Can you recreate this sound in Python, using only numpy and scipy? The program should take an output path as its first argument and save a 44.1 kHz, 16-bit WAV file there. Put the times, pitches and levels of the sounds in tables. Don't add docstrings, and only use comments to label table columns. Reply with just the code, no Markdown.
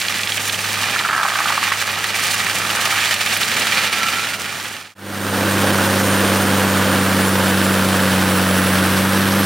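import sys
import numpy as np
from scipy import signal
from scipy.fft import rfft, irfft
from scipy.io import wavfile
from scipy.ndimage import uniform_filter1d

SR = 44100
rng = np.random.default_rng(int(sys.argv[2]) if len(sys.argv) > 2 else 0)


def bounce(signal):
    frames = np.transpose(np.atleast_2d(signal))
    limited = np.clip(frames, -1, 1)
    pcm = np.round(limited * 32767).astype(np.int16)
    wavfile.write(sys.argv[1], SR, pcm)


N = 416744

# (time [s], firing rate [Hz])
ENGINE_SPEED = [(0, 101.5), (1.1, 101.2), (1.3, 99.3), (3.4, 98), (3.9, 96.6), (5.1, 98.6), (6.4, 97.4),
                (6.95, 96), (7.7, 95.9), (8.3, 94), (8.85, 94.5), (9.44, 98.4)]
# (time [s], level [dB])
FAR_DRONE = [(0, -43.5), (.8, -37), (1.15, -49), (1.7, -41.5), (2.8, -40.5), (3.5, -43.5), (4.6, -45.5)]
# (time [s], low roar [dB], exhaust boom at twice the firing rate [dB])
ENGINE_LOAD = [(5, -22.5, -24), (6, -21, -22), (7.2, -21.5, -20.5), (8.4, -23.5, -19.5), (9.44, -24, -19.5)]
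# (multiple of the six-firing cycle, level [dB])
EXHAUST_ORDERS = [(6, -25.5), (8, -41), (9, -38.5), (10, -42), (17, -36.5), (18, -37), (20, -33),
                  (23, -43.5), (32, -37)]
# (frequency [Hz], gain [dB])
ROAR_EQ = [(25, -49), (70, -12), (160, -13.5), (225, 0.5), (290, 1), (420, -1.5), (530, 3.5), (670, -5.5),
           (1100, -7.5), (3000, -31)]
CLATTER_EQ = [(400, -21), (750, -4), (1100, -1.5), (1550, 1.5), (1850, -2), (2100, -6), (3000, -7),
              (6500, -19.5)]
FAN_EQ = [(1000, 3), (3500, 9), (5800, 9.5), (6900, 3), (9500, 7.5), (12000, -1), (16000, -8)]
# (time [s], whistle pitch [Hz])
TURBO_PITCH = [(5, 9080), (6.2, 9220), (6.6, 9290), (7, 9600), (8, 10340), (8.8, 11280), (9.44, 11630)]
# (time [s], level [dB])
TURBO_LEVEL = [(5.7, -43), (6.35, -34), (6.55, -43), (7.4, -36), (8.15, -41), (8.6, -34), (9, -36)]
# (multiple of the whistle pitch, width [Hz], level [dB])
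TURBO_RUSH = [(.74, 1503, -40), (.97, 2100, -38), (1.41, 1400, -39.5)]

# (multiple of its turning rate, level [dB])
ROTOR_HUM = [(16, -53), (20, -56.5)]
# (time [s], level [dB])
CHURN = [(0, -37.5), (.9, -34.5), (1.3, -38.5), (2.1, -36), (2.75, -31.5), (3.1, -36.5), (3.55, -31.5),
         (4.25, -34), (4.6, -39)]
# (loudest moment [s], pitch [Hz], level [dB], glide [Hz/s], fade in and out [dB/s])
SQUEALS = [(4.05, 1338, -25, 0, 43), (4.21, 1420, -33, 100, 26)]
# (time [s], peak [dB], ring [Hz])
SNAPS = [(.015, -10, 3300), (.083, -6.5, 3380), (.123, -11, 2400), (.171, -11, 3600), (.192, -11, 2320),
         (.233, -8.5, 3450), (.273, -7, 3300), (.32, -7, 3320), (.373, -11, 3700), (.378, -7.5, 2470),
         (.496, -9, 3250), (.544, -11, 2900), (.991, -8, 3520), (1.48, -9, 2270), (1.721, -6, 1800),
         (1.735, -10, 2270), (2.104, -9.5, 1950), (2.466, -7, 1740), (3.432, -3.5, 3800)]
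# (time [s], peak [dB])
KNOCKS = [(.961, -7), (1.009, -10), (1.049, -7.5), (1.06, -10), (1.089, -9), (1.097, -8), (1.109, -6),
          (1.114, -11), (1.129, -7), (1.138, -13), (1.148, -7), (1.163, -10), (1.178, -6), (1.189, -9),
          (1.198, -7), (1.211, -9), (1.23, -6), (1.25, -10), (1.255, -5), (1.281, -7), (1.301, -17),
          (1.355, -9.5), (1.404, -9), (1.457, -6.5), (1.502, -10), (1.522, -10), (1.578, -5), (1.628, -11),
          (1.68, -9), (1.717, -9)]
# (frequency [Hz], relative level [dB])
TRUNK_MODES = [(1050, -9.5), (1385, 0), (1730, -3.5)]
# (fully gripped [s], chewing time [s], level [dB])
THICK_STEMS = [(1.15, 0.32, -23.5), (1.98, 0.05, -29), (2.8, 0.12, -23.5), (3.65, 0.18, -31)]
# (time [s], splintering [dB], spray of chips [dB])
FEED = [(0, -22, -27), (.5, -25.5, -26), (.92, -20, -28), (1.13, -26, -32), (1.5, -21, -27.5),
        (1.75, -24.5, -28.5), (2.14, -22, -29), (2.28, -20, -23), (2.62, -23.5, -26), (3.03, -18, -24),
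        (3.4, -21.5, -25.5), (3.76, -17, -25.5), (4.2, -21.5, -27.5), (4.4, -26.5, -29.5),
        (4.7, -29, -34.5)]
# (time [s], lift [dB])
RIPS = [(.482, 3.5), (.822, 2), (1.637, 5), (1.673, 4.5), (1.727, 2), (1.79, 3), (1.82, 4.5), (1.877, 5),
        (3.135, 2), (3.335, 5), (3.435, 1.5)]
# (time [s], dip [dB])
LULLS = [(.06, 3), (.252, 4.5), (1.85, 4), (3.17, 3.5), (3.9, 6), (4.385, 6.5)]
# (frequency [Hz], width [Hz], lift [dB])
HOOD_MODES = [(860, 136, 10), (1195, 240, 10.5), (1746, 500, 9), (2337, 130, 8), (2800, 180, 4.5)]
# (frequency [Hz], gain [dB])
SOIL_EQ = [(25, -51), (55, -13), (100, -5), (210, 2.5), (300, -4.5), (550, -2), (1000, -4.5), (4000, -64)]
CHIPS_EQ = [(150, -30), (1000, -8), (3500, 5), (6000, 5.5), (9300, 3.5), (11500, -1), (16000, -5)]
WOOD_EQ = [(250, -32), (550, -12), (750, -8), (1000, -9), (1250, -2), (1600, -6), (2200, -14), (4500, -29),
           (12000, -54)]
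SPLINTERS_EQ = [(200, -34), (550, -6.5), (1000, -9.5), (1500, -2), (2200, 1), (3200, 1), (4600, -0.5),
                (7000, -9.5), (15000, -18)]

# (frequency [Hz], side minus mid [dB])
SCENE1_WIDTH = [(700, -27), (2300, -25), (3500, -8.5), (5000, -17.5), (6300, -5), (9000, -8.5),
                (15000, -4.5)]
SCENE2_WIDTH = [(380, -19.5), (2100, -26), (3500, -8.5), (5200, -21), (6300, -8.5), (8500, -15),
                (11000, -8.5), (12200, -14)]
# (frequency [Hz], left minus right [dB])
FAR_BALANCE = [(700, -0.5), (1290, -2), (2400, -5), (4400, -2), (15000, -1.5)]
NEAR_BALANCE = [(700, -2.5), (1300, -3), (2400, -3), (5000, -0.5)]


def from_db(db):
    return 10 ** (np.asarray(db) / 20)


def unit_rms(x):
    return x / np.sqrt(np.mean(x ** 2) + 1e-20)


def automation(rows):
    times, *columns = np.transpose(rows)
    return [np.interp(np.arange(N) / SR, times, column) for column in columns]


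def bumps_db(rows, half_s):
    t = np.arange(N) / SR
    return sum(db * np.exp(-np.minimum(((t - s) / half_s) ** 2, 20)) for s, db in rows)


def drift(rate_hz):
    knots = rng.standard_normal(int(N / SR * rate_hz) + 3)
    return unit_rms(np.interp(np.arange(N) / SR * rate_hz, np.arange(len(knots)), knots))


def eq(x, points):
    size = 8192
    hz, db = np.transpose(points)
    grid = np.maximum(np.fft.rfftfreq(size, 1 / SR), 1)
    gain = from_db(np.interp(np.log(grid), np.log(hz), db))
    cepstrum = irfft(np.log(gain), size)
    cepstrum[1:size // 2] *= 2
    cepstrum[size // 2 + 1:] = 0
    response = irfft(np.exp(rfft(cepstrum)), size)[:size // 2]
    return signal.oaconvolve(x, response if x.ndim == 1 else response[None], axes=-1)[..., :N]


def stereo(pair, width=SCENE1_WIDTH):
    mid, side = pair
    return mid + eq(side, width) * np.array([[1], [-1]])


def pan_right(x, balance):
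    points = [(200, 0), *balance]
    return np.array([eq(channel, [(hz, sign * db / 2) for hz, db in points])
                     for channel, sign in zip(x, (1, -1))])


def grains(per_s, spread_db):
    clicks = np.zeros((2, N))
    born = rng.random((2, N)) < per_s / SR
    count = born.sum()
    sizes = from_db(spread_db * np.minimum(rng.exponential(1, count), 4))
    clicks[born] = sizes * np.clip(rng.standard_normal(count), -2, 2)
    return unit_rms(clicks)


def die_away(clicks, decay_s):
    return signal.lfilter([1], [1, -np.exp(-1 / (decay_s * SR))], clicks + 1e-18)


def air_band(phase, width_hz):
    pair = [drift(width_hz) * np.sin(phase) + drift(width_hz) * np.cos(phase) for _ in range(2)]
    return unit_rms(np.array(pair))


def far_engine(firings):
    db, = automation(FAR_DRONE)
    phase = 2 * np.pi * firings
    octave = from_db(-9.5) * np.sin(2 * phase + 0.84 * drift(7.5))
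    return np.sqrt(2) * from_db(db) * (np.sin(phase) + octave)


def turbo():
    (hz,), (db,) = automation(TURBO_PITCH), automation(TURBO_LEVEL)
    phase = 2 * np.pi * np.cumsum(hz) / SR
    whistle = from_db(db + drift(14)) * air_band(phase, width_hz=70)
    rush = sum(from_db(band_db) * air_band(ratio * phase, width_hz)
               for ratio, width_hz, band_db in TURBO_RUSH)
    return stereo(whistle + from_db(2 * drift(45)) * rush, SCENE2_WIDTH)


def exhaust(firings, boom_db):
    out = 0
    for order, db in [(12, boom_db), *EXHAUST_ORDERS]:
        waver = .05 if order in (6, 12) else .3
        offset = rng.random() * (order % 6 > 0)
        phase = 2 * np.pi * (firings * order / 6 + offset)
        gain = np.sqrt(2) * from_db(db) * (1 + waver * drift(17))
        out = out + gain * np.cos(phase + waver * drift(13))
    return out


def near_engine(firings):
    roar_db, boom_db = automation(ENGINE_LOAD)
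    drone = exhaust(firings, boom_db)
    pulse = from_db(1.3 * np.cos(2 * np.pi * firings) + .7 * drift(90))
    roar = unit_rms(eq(stereo(grains(12000, spread_db=-0.5), SCENE2_WIDTH) * pulse, ROAR_EQ))
    clatter = unit_rms(eq(stereo(grains(9000, spread_db=-0.5), SCENE2_WIDTH) * pulse, CLATTER_EQ))
    fan = unit_rms(eq(stereo(grains(25000, spread_db=3.5), SCENE2_WIDTH) * pulse ** .5, FAN_EQ))
    return drone + from_db(roar_db) * roar + from_db(-20) * clatter + from_db(-29 + 1.3 * drift(40)) * fan


def rotor_hum(turns):
    out = 0
    for multiple, db in ROTOR_HUM:
        gain = np.sqrt(2) * from_db(db + 2.5 * drift(4.95))
        out = out + gain * np.sin(2 * np.pi * multiple * turns + 0.5 * drift(9.9))
    return out


def squeals():
    out = 0
    for s, hz, db, hz_per_s, db_per_s in SQUEALS:
        t = np.arange(N) / SR - s
        phase = 2 * np.pi * np.cumsum(hz + hz_per_s * t) / SR
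        rough = unit_rms(1 + .55 * drift(140))
        out = out + np.sqrt(2) * from_db(db - db_per_s * np.abs(t)) * rough * np.sin(phase)
    return out


def chip_tick(at_s, gain_db):
    blow = np.zeros(N)
    blow[round(at_s * SR)] = from_db(gain_db)
    bright = signal.lfilter(*signal.butter(2, 9000, "high", fs=SR), rng.standard_normal((2, N)))
    return stereo(bright) * die_away(blow, decay_s=.006)


def chip_spray(teeth):
    fine = grains(16000, spread_db=0.5) * teeth ** 0.29
    large = 0.41 * grains(170, spread_db=3)
    gusts = from_db(2 * drift(70))
    return unit_rms(eq(stereo(fine + large) * gusts, CHIPS_EQ))


def stem_snaps(decay_s, ring_db):
    out = np.zeros(N + SR)
    t = np.arange(SR // 20) / SR
    for s, db, hz in SNAPS:
        band = signal.butter(2, [0.65 * hz, 1.28 * hz], "band", fs=SR, output="sos")
        fibres = unit_rms(signal.sosfilt(band, rng.standard_normal(len(t))))
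        ring = from_db(ring_db) * np.sin(2 * np.pi * hz * t)
        crack = (fibres + ring) * (1 - np.exp(-hz * t)) * np.exp(-t / decay_s)
        start = round(s * SR)
        out[start:start + len(t)] += from_db(db) * crack / np.abs(crack).max()
    return out[:N]


def trunk_knocks(decay_s, tearing_db, sag_octaves_per_s):
    out = np.zeros(N + SR)
    t = np.arange(SR // 20) / SR
    body = signal.butter(2, [750, 2300], "band", fs=SR, output="sos")
    for s, db in KNOCKS:
        sag = 2 ** (-sag_octaves_per_s * (s - KNOCKS[0][0]))
        ring = 0
        for hz, mode_db in TRUNK_MODES:
            gain = from_db(mode_db + 2 * rng.standard_normal())
            ring = ring + gain * np.sin(2 * np.pi * (hz * sag * t + rng.random()))
        fibres = unit_rms(eq(rng.standard_normal(len(t)), WOOD_EQ)[:len(t)])
        knock = signal.sosfilt(body, (ring + from_db(tearing_db) * fibres) * np.exp(-t / decay_s))
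        start = round(s * SR)
        out[start:start + len(t)] += from_db(db) * knock / np.abs(knock).max()
    return out[:N]


def chewing_gain(branches_db, grip_db_per_s, release_db_per_s):
    t = np.arange(N) / SR
    power = from_db(branches_db) ** 2
    for s, chew_s, db in THICK_STEMS:
        attack_db = grip_db_per_s * np.maximum(s - t, 0)
        release_db = release_db_per_s * np.maximum(t - s - chew_s, 0)
        power = power + from_db(db - attack_db - release_db) ** 2
    return np.sqrt(power)


def steel_hood(x):
    out = x
    for hz, width_hz, lift_db in HOOD_MODES:
        ring = signal.lfilter(*signal.iirpeak(hz, hz / width_hz, fs=SR), x)
        out = out + (from_db(lift_db) - 1) * ring
    return out


def tooth_bites(turns, rows, uneven_db, throb_db, decay_s, steady):
    hits = np.flatnonzero(np.diff(np.floor(turns * rows + .2 * drift(70))) > 0)
    lopsided = np.cos(2 * np.pi * turns[hits]) + .5 * np.cos(np.pi * rows * turns[hits])
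    blows = np.zeros(N)
    blows[hits] = from_db(throb_db * lopsided + uneven_db * rng.uniform(-1, 1, len(hits)))
    force = unit_rms(die_away(blows, decay_s)) + steady
    return force / np.sqrt(uniform_filter1d(force ** 2, SR // 10))


def mulcher(firings):
    turns = firings / 5
    (feed_db, spray_db), (churn_db,) = automation(FEED), automation(CHURN)
    teeth = tooth_bites(turns, rows=6, uneven_db=7, throb_db=5, decay_s=0.0073, steady=0.99)
    chops = tooth_bites(turns, rows=3, uneven_db=3, throb_db=-0.5, decay_s=0.0089, steady=0.08)
    splinters = unit_rms(steel_hood(eq(stereo(grains(14000, spread_db=0.9)) * teeth, SPLINTERS_EQ)))
    wood = unit_rms(steel_hood(eq(stereo(grains(9000, spread_db=0)) * chops, WOOD_EQ)))
    chips = chip_spray(teeth)
    soil = unit_rms(eq(grains(3000, spread_db=0.5)[0] * teeth ** 0.29, SOIL_EQ))
    chewing = chewing_gain(branches_db=-38, grip_db_per_s=20, release_db_per_s=54)
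    cutting = from_db(feed_db) * splinters + chewing * wood + from_db(spray_db) * chips
    snaps = stem_snaps(decay_s=0.0033, ring_db=-5)
    knocks = trunk_knocks(decay_s=0.0037, tearing_db=-6, sag_octaves_per_s=0.4)
    intake = from_db(bumps_db(RIPS, half_s=0.013) - bumps_db(LULLS, half_s=0.02))
    return intake * cutting + snaps + knocks + from_db(churn_db) * soil + rotor_hum(turns)


def scene():
    change_s, fade_out_s, fade_in_s, centring_s = 4.948, 0.26, 0.57, 7.9
    t = np.arange(N) / SR
    firings = np.cumsum(automation(ENGINE_SPEED)[0]) / SR
    mulching = mulcher(firings) + chip_tick(at_s=3.371, gain_db=-16) + squeals() + far_engine(firings)
    engine = near_engine(firings)
    aside = np.exp(-np.maximum(t - change_s, 0) / centring_s)
    bonnet = aside * pan_right(engine, NEAR_BALANCE) + (1 - aside) * engine + turbo()
    fade_out = np.clip((change_s - t) / fade_out_s, 0, 1)
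    fade_in = np.clip((t - change_s) / fade_in_s, 0, 1)
    return fade_out * pan_right(mulching, FAR_BALANCE) + fade_in * bonnet


def record(dry):
    rounded = dry / (1 + (dry / .8) ** 4) ** .25
    return signal.sosfilt(signal.ellip(12, .1, 80, 15800, fs=SR, output="sos"), rounded)


dry = scene()
out = record(dry)
bounce(out)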